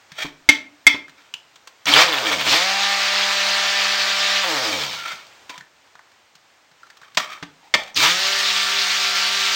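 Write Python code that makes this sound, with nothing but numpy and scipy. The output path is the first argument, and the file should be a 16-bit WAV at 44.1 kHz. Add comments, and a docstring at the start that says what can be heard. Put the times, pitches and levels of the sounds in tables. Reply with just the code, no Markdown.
"""Knocks, scrapes and ticks on a steel pot, then a stick blender's motor run three times in oil, close by in a
kitchen. The contact sounds are excited modes of the pot: friction noise, short clicks and decaying sinusoids;
two of the ticks are the blender's trigger clicking as the motor starts from rest. The motor is a sum of
harmonics of the shaft speed in a churning roar that throbs with the turns. Each press spins the shaft up; each
release lets it coast, with commutator whine as it slows. A decaying-noise room, a steady kitchen background and
a small microphone's response complete it."""
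import sys
import numpy as np
from scipy import signal
from scipy.fft import rfft, irfft, next_fast_len
from scipy.io import wavfile
from scipy.ndimage import uniform_filter1d, map_coordinates

SR = 44100
rng = np.random.default_rng(int(sys.argv[2]) if len(sys.argv) > 2 else 0)


def materialize(psi):
    """Save the field psi as 16-bit PCM at rate SR to the path in sys.argv[1].

    A 1-D psi becomes a single channel; in a 2-D psi each row is a channel.
    """
    bounded = np.clip(np.atleast_2d(psi).T, -1, 1)
    quanta = np.round(bounded * 32767).astype(np.int16)
    wavfile.write(sys.argv[1], SR, quanta)


N = 421155
T = np.arange(N) / SR  # seconds


def amp(db):
    """Decibel law: the amplitude gain of a level in dB."""
    return 10 ** (np.asarray(db) / 20)


def unit(x):
    """Normalisation of signal power: x at rms 1."""
    return x / np.sqrt(np.mean(x ** 2) + 1e-20)


def along(points, hz, axis=1):
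    """Interpolation on a logarithmic frequency axis, for one column of (Hz, value, ..) points."""
    columns = np.transpose(points)
    return np.interp(np.log(hz + 1), np.log(columns[0] + 1), columns[axis])


def curves(rows, at):
    """Linear interpolation of each column after the first, which is the abscissa."""
    abscissa, *columns = np.transpose(rows)
    return [np.interp(at, abscissa, column) for column in columns]


def wobble(rate, size=N):
    """Slow random modulation: a smooth curve through `rate` random knots a second."""
    coarse_t = T[:size + 16:16]
    knots = rng.standard_normal(int(size * rate / SR) + 4)
    return np.interp(T[:size], coarse_t, map_coordinates(knots, [coarse_t * rate]))


def filtered(x, response):
    """Linear filtering: the spectrum of x times a response of frequency."""
    m = next_fast_len(len(x) + 8192)
    return irfft(rfft(x, m) * response(np.fft.rfftfreq(m, 1 / SR)), m)[:len(x)]


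def noise(points, size=N, tilt_db=0):
    """Spectral shaping of white noise, to rms 1; tilt_db per octave pivots near 2 kHz."""
    def response(f):
        return amp(along(points, f) + tilt_db * np.log2((f + 50) / 2000))
    return unit(filtered(rng.standard_normal(size), response))


# Background spectrum. Each row: frequency [Hz], relative spectral density [dB].
KITCHEN_SPECTRUM = [(30, -23), (100, -9), (170, -15.5), (260, -9.5), (400, -8.5), (800, -4), (1400, -6),
                    (2000, -6), (4600, -12), (8000, -17), (16000, -28.5)]
# Background level before its random drift. Each row: time [s], level [dB].
KITCHEN_LEVEL = [(0, -53.5), (1, -55.5), (1.8, -53.5), (5.3, -49), (5.7, -55.5), (6.3, -55.5), (6.8, -56),
                 (7.6, -54), (9.55, -60)]


def kitchen_air():
    """Stationary broadband noise whose level drifts slowly: the kitchen background."""
    drift_db = .8 * wobble(6)
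    return amp(curves(KITCHEN_LEVEL, T)[0] + drift_db) * noise(KITCHEN_SPECTRUM)


# Resonances of the steel pot. Each row: frequency [Hz], relative level [dB], free decay t60 [s].
POT_MODES = [(312, -26, 0.34), (470, -24.5, .25), (604, -12, 0.28), (878, -17.5, 0.23), (1140, -12.5, .2),
             (1450, -19, .2), (1790, -13, .2), (1810, -5, 0.28), (2010, -14.5, 0.59), (2164, 0, 0.067),
             (2138, 3, 0.25), (2324, -4.5, 0.66), (2570, -5.5, 0.75), (3139, -7, 0.18), (3380, -8, 0.22),
             (3560, -6.5, 0.21), (4050, -32, .25), (4860, -16.5, 0.58), (4610, -11, .25),
             (5400, -16, 0.074), (5890, -20, 0.26), (6005, -21, .2), (6600, -31, 0.32), (7440, -28, 0.1)]


def pot_hiss(wide, size):
    """Forced resonance: noise rubbed into the pot modes, which the contact broadens `wide` times."""
    def modes(f):
        total = 0
        for k, (centre, db, t60) in enumerate(POT_MODES):
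            damping = 1j * f * wide / t60
            total = total + (-1) ** k * amp(db) * damping / (centre * centre - f * f + damping)
        return total
    return unit(filtered(rng.standard_normal(size), modes))


# Broad contact noise of metal on metal. Each row: frequency [Hz], relative spectral density [dB].
CONTACT_SPECTRUM = [(100, -16), (400, -4.5), (1200, 3.5), (2200, -1), (3500, -0.5), (6000, -9),
                    (9000, -18.5), (16000, -30.5)]
# Slides of the guard along the pot. Each row: loudest moment [s], rise [s], fade [s],
# level [dB], squeak pitch [Hz], squeak relative to the grit [dB].
SLIDES = [(.225, .085, .07, -25, 3300, -9), (1.18, .02, .2, -51, 1390, -6),
          (4.931, .15, 0.18, -41, 2100, -12), (5.06, .12, 0.15, -29.5, 1380, -0.5),
          (5.125, 0.092, .03, -32.5, 2100, -1), (5.505, .01, 0.12, -37.5, 985, -1),
          (7.02, 0.0092, 0.19, -50, 1150, -1), (7.2, 0.017, 0.139, -30, 1180, -2),
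          (7.305, 0.015, 0.15, -36, 1250, 1), (7.639, .03, .15, -56, 854, 7),
          (7.79, 0.025, .18, -39, 745, 1), (7.866, .01, 0.074, -39, 747, -5)]
SLIDE_DB, SLIDE_ROUND = 23.5, 1.27  # dB fallen one rise or fade from the top; roundness of the top


def scrapes():
    """Dry friction: grit drives the pot modes while a rough squeak sounds; each slide swells and fades."""
    out = np.zeros(N)
    for s, rise_s, fade_s, db, squeak_hz, squeak_db in SLIDES:
        first = max(round((s - 2 * rise_s) * SR), 0)
        t = T[first:round((s + 2 * fade_s) * SR)]
        n = len(t)
        slide_db = db - SLIDE_DB * np.maximum((s - t) / rise_s, (t - s) / fade_s) ** SLIDE_ROUND
        squeak_phase = 2 * np.pi * squeak_hz * t + 2.2 * wobble(110, size=n)
        squeak = amp(squeak_db) * (1 + 0.32 * wobble(60, size=n)) * np.sin(squeak_phase)
        grit = .8 * pot_hiss(30., size=n) + .3 * noise(CONTACT_SPECTRUM, size=n)
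        out[first:first + n] += amp(slide_db + 3.5 * wobble(150, size=n)) * (grit + squeak)
    return out


# Light ticks and taps, among them the trigger's click at 1.856 s and 7.945 s as the motor starts from rest.
# Each row: start [s], level [dB], note pitch [Hz], note level before the tick gain [dB], counter thud relative
# to the tick gain [dB].
TAPS = [(.118, -25.5, 1960, -6, -11), (1.081, -35, 1660, 1, -23), (1.094, -35, 1680, -9, -14),
        (1.339, -14, 2800, 1.5, -35), (1.557, -32, 3290, -10, -25), (1.673, -22.5, 1140, -14, -49),
        (1.856, -9.5, 5960, -6.5, -27), (1.938, -1, 3440, 13, -45), (2.331, -14.5, 2980, 2, -45),
        (5.129, -33.5, 1830, -6, -7), (5.266, -35.5, 4730, -9, -27), (5.578, -22, 2000, -10, -18),
        (5.608, -32.5, 1710, 7, -9), (5.953, -37.5, 1420, 5.5, -18), (5.992, -40, 1400, 8.5, -30),
        (6.116, -42.5, 1800, -4, -32), (6.352, -35, 4140, -16, -16), (6.714, -42.5, 1580, -3, -8),
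        (6.832, -39, 1380, 11, -30), (6.867, -40, 1230, 1, -30), (6.901, -32.5, 1800, -1, -35),
        (6.97, -34, 1100, -9.5, -29), (7.015, -36, 1120, -1, -15), (7.032, -43, 1506, 13, -27),
        (7.147, -26.5, 1760, -15, -23), (7.375, -43, 1550, 14, -26), (7.834, -24, 3270, -6, -27),
        (7.945, -28.5, 5950, 6, -15)]
# t60 of a soft tick with a 0 dB note, s; its shortening in dB (20 log) per dB of note,
# and per dB of force above the soft level
TICK_S, TICK_SHORTENS, HARD_SHORTENS, SOFT_DB = 0.035, 0.23, 0.24, -32


def ticks():
    """Light impact: a short broad click, a damped note and a soft thud in the counter."""
    out, t = np.zeros(N + SR), T[:SR // 6]
    for s, db, hz, note_db, thud_db in TAPS:
        force_db = max(db - SOFT_DB, 0)
        t60 = TICK_S * amp(-TICK_SHORTENS * note_db - HARD_SHORTENS * force_db)
        note = amp(note_db) * np.sin(2 * np.pi * hz * t + 1.8 * wobble(500, size=len(t)))
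        click = 0.45 * noise(CONTACT_SPECTRUM, size=len(t), tilt_db=4.5)
        struck = (note + click) * amp(-60 * t / t60) * (1 - np.exp(-t / 0.00091))
        thud = amp(thud_db - 60 * t / 0.078) * np.sin(2 * np.pi * 160 * t) * (1 - np.exp(-t / 0.0039))
        out[round(s * SR):][:len(t)] += amp(db) * (struck + thud)
    return out[:N]


# The two slowest wall modes, which beat together. Each row: frequency [Hz], t60 [s].
WALL_MODES = [(275, 0.12), (291, 0.23)]
# Hard knocks of the shaft on the pot. Each row: start [s], relative blow level [dB], tilt [dB per octave],
# relative ringing [dB], relative wall wobble [dB], counter thud independent of the blow [dB].
BLOWS = [(.247, -21.5, -6.5, -16, -8, -33), (.489, 2, 3, 1, -19, -42), (.867, 1, 3.5, 2, -23.5, -42),
         (.944, -18, -3, -11, -10.5, -41.5), (5.494, -20, 2, -20, -27, -67), (7.171, 1, 1.5, -16, -50, -34),
         (7.426, -18.5, -1, -15, -16, -32), (7.739, -1, 2, -1.5, -51, -41),
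         (7.748, -9.5, -3.5, 4, -45, -54)]
CLANG_S = 0.034  # time for the clang to fall 60 dB
LINGER_DB, LINGER_GROWS = -24.5, -0.28  # the lasting ring grows less than the blow


def knocks():
    """Modal impact: a broad clang that drops quickly, a fluttering ring, a wobbling wall and a thud."""
    out, t = np.zeros(N + SR), T[:SR // 2]
    hz, level, long = np.transpose(POT_MODES)[:, :, None]
    fast = amp(-60 * (t / CLANG_S) ** 2)  # the clang stays full for a moment, then drops quickly
    for s, db, tilt_db, ring_db, wall_db, thud_db in BLOWS:
        linger_db = LINGER_DB + LINGER_GROWS * db
        size = amp(level + tilt_db * np.log2(hz / 2000) + rng.normal(0, 2.8, hz.shape))
        decay = fast + amp(linger_db - 12 - 60 * t / long)
        ring = size * np.sin(2 * np.pi * hz * t + rng.normal(0, 1.5, hz.shape)) * decay
        # the many close modes, heard as a shimmer
        flutter = amp(linger_db + 3 - 60 * t / .3) * pot_hiss(30., size=len(t))
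        clang = noise(CONTACT_SPECTRUM, size=len(t), tilt_db=tilt_db)
        clang = clang * (fast + amp(linger_db - 2.0 - 60 * t / .25))
        wall = sum(np.sin(2 * np.pi * f * t) * amp(-60 * t / slow) for f, slow in WALL_MODES)
        thud = amp(thud_db - 60 * t / 0.19) * np.sin(2 * np.pi * 167 * t)
        blow = clang + amp(ring_db) * (ring.sum(0) + flutter) + amp(wall_db + 8.0) * wall
        onset = 1 - np.exp(-t / 0.00075)
        out[round(s * SR):][:len(t)] += (amp(db - 10.0) * blow + thud) * onset
    return out[:N]


# Presses of the trigger. Each row: on [s], off [s], settled full speed [turns per s], spin-up time [s].
TRIGGER = [(1.856, 2.055, 200, .18), (2.452, 4.42, 198.6, .14), (7.951, 9.6, 196.6, .15)]
KICK = 62  # turns per s that the rotor leaps to from rest
OVERSHOOT, SETTLE_S = .014, .35  # share over full speed until the oil is dragged along; its time constant
COAST_S, DRAG = .5, 25  # speed plus the friction term DRAG (turns per s) dies with time constant COAST_S


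def shaft():
    """Rotational dynamics: spin-up against oil, then coasting against friction; speed, drive, last press."""
    hz, press = np.zeros(N), np.zeros(N, int)
    for k, (on, off, full, spin_s) in enumerate(TRIGGER):
        start = np.arctanh(max(hz[round(on * SR)], KICK) / full)
        top = full * (1 + OVERSHOOT * np.exp(-np.clip(T - on, 0, None) / SETTLE_S))
        driven = top * np.tanh(start + (np.minimum(T, off) - on) / spin_s)
        after = (driven + DRAG) * np.exp(-np.clip(T - off, 0, None) / COAST_S) - DRAG
        hz = np.where(T >= on, np.clip(after, 0, None), hz)
        press = np.where(T >= on, k, press)
    off_s = np.transpose(TRIGGER)[1][press]
    power = uniform_filter1d(1. * (T < off_s) * (hz > 0), size=1800)
    return hz, power, press


# Body response to the shaft orders. Each row: frequency [Hz],
# relative level in the first two presses [dB], relative level in the third press [dB].
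BODY = [(50, -27, -20), (109, -17.5, -16), (156, -10, -13), (207, -17.5, -20.5), (309, -6, -12.5),
        (388.5, -16.5, -12), (463, 2, -7.5), (590, 0, -14.5), (800, -0.5, -16), (1000, -6, -55),
        (1192, 0, 4), (1380, -4, -5), (1800, -1.5, -3), (2800, -4, -11)]
# Brief changes of one shaft order. Each row: centre [s], order [multiple of shaft speed],
# level change [dB], Gaussian half length [s].
ORDER_SWELLS = [(2.83, 4, 10, .13), (2.76, 3, -8, .1), (8.1, 1, 10, .04), (8.24, 3, 10, .16),
                (8.25, 4, 6, .2)]
WALL_LIFT_DB, WALL_LIFT_HZ, WALL_WIDTH_HZ = 5.5, 330, 31  # an order sweeping through the wall modes is lifted
SLOSH = .6  # cap on the smear of the orders once the oil sloshes round a slowing blade


def shaft_orders(hz, turn, power, press, rough, low_db, upper_db):
    """Harmonics of rotation: sines at multiples of the shaft angle, coloured by the body resonances."""
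    hum = np.zeros(N)
    slosh = (1 - power) * np.clip(3 * (1 - hz / hz.max()), 0, SLOSH)
    for k in range(1, 15):
        body_db = np.where(press < 2, along(BODY, k * hz, axis=1), along(BODY, k * hz, axis=2))
        size = (low_db if k < 4 else upper_db) - 3.5 + body_db + 1.5 * wobble(9)
        size += WALL_LIFT_DB * np.exp(-((k * hz - WALL_LIFT_HZ) / WALL_WIDTH_HZ) ** 2)
        for s, order, db, half in ORDER_SWELLS:
            if round(order) == k:
                size += db * np.exp(-((T - s) / half) ** 2)
        smear = np.maximum(rough, slosh) * min(k - 1, 4) * wobble(50) * .75
        hum += amp(size) * np.sin(k * turn + smear + 2 * np.pi * rng.random())
    return hum


MAINS_HZ, SIDEBAND_DB = 60, -21


def mains_sidebands(turn, power, rough):
    """Modulation by the supply: under power, orders 4-7 each gain a tone one mains step below."""
    out = np.zeros(N)
    for k in range(4, 8):
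        phase = k * turn - 2 * np.pi * MAINS_HZ * T + wobble(20)
        out += power * (1 - rough) * amp(SIDEBAND_DB + 3.5 * wobble(12)) * np.sin(phase)
    return out


# How well the housing lets the whine out. Each row: frequency [Hz], relative level [dB].
HOUSING_RESPONSE = [(1500, -25), (2800, -8), (3500, 0), (4400, -1), (5200, 0), (7000, -7), (9000, -16),
                    (12000, -40)]
# Brush whine while coasting. Each row: shaft speed [turns per s], relative level [dB].
BRUSH_WHINE = [(22, -60), (32, -12), (45, -1), (118, -2), (132, -14), (165, -40)]
BARS = 11  # commutator bars


def commutator_whine(hz, turn, power, grind):
    """Periodic contact: brushes tick over the bars as the motor coasts, giving multiples of the bar rate."""
    out = np.zeros(N)
    audible = (power < .5) & (hz > BRUSH_WHINE[0][0]) & (hz < BRUSH_WHINE[-1][0])
    ticking = np.flatnonzero(audible)
    for k in BARS * np.arange(3, 13):
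        size = along(HOUSING_RESPONSE, k * hz[ticking]) + curves(BRUSH_WHINE, hz[ticking])[0]
        size += 3 * wobble(25)[ticking] - 5 * (k % 2) - 4 * abs(np.log2(k / 44))
        out[ticking] += (1 - grind[ticking]) * amp(size) * np.sin(k * turn[ticking])
    return out


# Churn and brush roar before its tilt. Each row: frequency [Hz], relative spectral density [dB].
ROAR_SPECTRUM = [(30, -57), (130, -15.5), (220, -43.5), (320, -18.5), (420, -15.5), (700, -9), (880, -6.5),
                 (1050, -5.5), (1250, -1), (2200, 0), (3600, 0.5), (4600, -1), (5800, -7.5), (8000, -17),
                 (16000, -30)]


def roar(bright_db, patchy_db):
    """Turbulence noise: its spectral tilt follows the brightness, with patches of random gain."""
    n = len(bright_db)
    hz, t, z = signal.stft(noise(ROAR_SPECTRUM, size=n), SR, nperseg=512)
    patches = uniform_filter1d(uniform_filter1d(rng.standard_normal(z.shape), 6, 0), 8, 1)
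    tilt = amp(np.outer(np.log2((hz + 50) / 3000), np.interp(t, T[:n], bright_db)))
    return signal.istft(z * tilt * amp(patchy_db * unit(patches)), SR, nperseg=512)[1][:n]


GRIND_CHURN_DB = -6.5  # grinding thins the churn


def churn(turn, rough, grind, bright_db):
    """Amplitude modulation: blade passes the guard slots and the roar throbs one, two and three times a turn."""
    throb = 1 + 0.13 * np.cos(turn) + 0.3 * np.cos(2 * turn + 1) + 0.075 * np.cos(3 * turn + 2)
    unrest = amp((0.5 + 0.83 * rough) * wobble(30))
    return unrest * throb * amp(GRIND_CHURN_DB * grind) * roar(bright_db, patchy_db=1.5)


# Oil slapping in the guard. Each row: frequency [Hz], relative spectral density [dB].
GURGLE_SPECTRUM = [(500, -26), (950, -2), (1800, -9.5), (3500, -3.5), (5500, -28.5)]
GRIND_GURGLE_DB, GRIND_BEAT = 5.5, 0.73  # grinding lifts the gurgle and beats it once a turn


def gurgle(turn, rough, grind):
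    """Irregular liquid impact: band noise in surges, for oil slapping in the guard."""
    surges = amp(GRIND_GURGLE_DB * grind + 7.5 * np.tanh(wobble(60)))
    beat = 1 + GRIND_BEAT * grind * np.cos(turn)
    return 0.65 * rough * surges * beat * noise(GURGLE_SPECTRUM)


SHUDDER_RATTLE = 0.99  # rattle dB gained per dB of shudder


def rattle(rattle_db, shudder_db, rough):
    """Chattering contact: the guard excites the modes of the pot from its floor, in uneven bursts."""
    bursts_db = (3.5 + 4 * rough) * np.tanh(wobble(45))
    return amp(rattle_db + SHUDDER_RATTLE * shudder_db + bursts_db) * pot_hiss(30., size=N)


# The mix by speed, under power and while coasting. Each row: speed [turns per s], roar [dB],
# low shaft orders [dB], upper orders [dB], brightness [dB per octave], rattle [dB], roughness [0-1];
# all are relative settings to which each press adds its own.
DRIVEN_MIX = [(60, 1.5, -14.5, -18, 5.5, -11, 1), (95, 1, 1, -12.5, 1.5, -2.5, 1),
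              (125, -5, -0.5, -11.5, 4.5, -11.5, 1), (167, -1.5, -10.5, -3.5, 3, -9.5, 0.7),
              (199.3, 0, -6, -9, 1, -15, 0)]
COASTING_MIX = [(4.95, -62, -8, -13, -12, -5, .5), (25.5, -33.5, -29, -44, 4, -8, .5),
                (55, -15, 0, -16, 3, -9, 0.4), (90, -9, 2, -5.5, 4, -0.5, 0),
                (150, -2, -6, -6.5, 2, -7.5, 0), (195, -2.5, -5, -5, 3, -20, 0.53)]
# How each press sounds. Each row: overall level [dB], added brightness [dB per octave], shudder [dB],
# shudder speed [turns per s], shudder width [turns per s], coast-down grinding on the pot floor [0-1].
PRESS_SOUND = [(-20, -1.5, 11.5, 149, 35, 0.8), (-19, 0, 5.5, 140, 35, 0.39), (-19, 1.5, 8, 145, 24, 0.06)]
GRIND_DB, GRIND_BRIGHT_DB = -0.5, 6.5  # level in dB and brightness in dB per octave that grinding adds
GRIND_HOLD = 0.7  # share of the coast-down fade that grinding holds off


def motor():
    """Phase locking: orders, whine, throbbing roar and grinding beat all follow one shaft angle."""
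    hz, power, press = shaft()
    press_columns = np.transpose(PRESS_SOUND)[:, press]
    level_db, tone_db, shudder_db, critical, width, grind = uniform_filter1d(press_columns, size=2000)
    # grinding dies away a little late
    grind = uniform_filter1d(np.clip(grind, 0, 1) * (1 - power), size=2400, origin=1100)
    held = 1 - GRIND_HOLD * grind
    turn = 2 * np.pi * np.cumsum(hz * (1 + .002 * wobble(12))) / SR
    mix = power * curves(DRIVEN_MIX, hz) + (1 - power) * curves(COASTING_MIX, hz)
    roar_db, low_db, upper_db, bright_db, rattle_db, rough = mix
    rough = np.clip(rough + grind, 0, 1)
    # the level lifts as the driven shaft passes its critical speed
    shudder = power * shudder_db * np.exp(-((hz - critical) / width) ** 2)
    tones = shaft_orders(hz, turn, power, press, rough, low_db, upper_db)
    tones += mains_sidebands(turn, power, rough)
    tones += commutator_whine(hz, turn, power, grind)
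    brightness = held * bright_db + tone_db + GRIND_BRIGHT_DB * grind
    rush = churn(turn, rough, grind, brightness) + gurgle(turn, rough, grind)
    chatter = rattle(rattle_db, shudder, rough)
    turning = uniform_filter1d(1. * (hz > 0), size=700, origin=349)  # it takes a moment to speak from rest
    gain_db = level_db + held * roar_db + shudder + GRIND_DB * grind - 1.5
    return turning * amp(gain_db) * (rush + chatter + tones)


# Reverberation of the kitchen. Each row: frequency [Hz], t60 [s].
ROOM_DECAY = [(200, 0.58), (2000, 0.31), (10000, 0.23)]


def room(x):
    """Diffuse reverberation: convolution with noise in which each frequency dies at its own speed."""
    hz, t, z = signal.stft(rng.standard_normal(SR // 2), SR, nperseg=256)
    tail = signal.istft(z * amp(-60 * t / along(ROOM_DECAY, hz)[:, None]), SR, nperseg=256)[1]
    delayed = np.pad(x, (300, 0))  # samples before the first reflection
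    return signal.fftconvolve(delayed, tail / np.linalg.norm(tail))[:N]


def scene():
    """Superposition: pot contacts and blender, their reverberation and the kitchen background."""
    near = scrapes() + ticks() + knocks() + motor()
    return (near + amp(-11) * room(near) + kitchen_air())[None]


# Small microphone with thin bass and a port notch. Each row: frequency [Hz], response [dB].
MIC_RESPONSE = [(20, -11.5), (90, -1.5), (7000, -0.5), (9500, -7), (10500, -21.5), (11200, -47),
                (11800, -14.5), (13000, -6), (15500, 1)]
TOP_HZ = 15908  # upper band limit


def record(dry):
    """Transducer response: microphone colour, soft saturation at full scale, then a band limit."""
    x = filtered(dry[0], lambda f: amp(along(MIC_RESPONSE, f)))
    x = x / (1 + np.abs(x) ** 8) ** (1 / 8)
    return filtered(x, lambda f: 1. * (f < TOP_HZ))[None]


dry = scene()
out = record(dry)
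materialize(out)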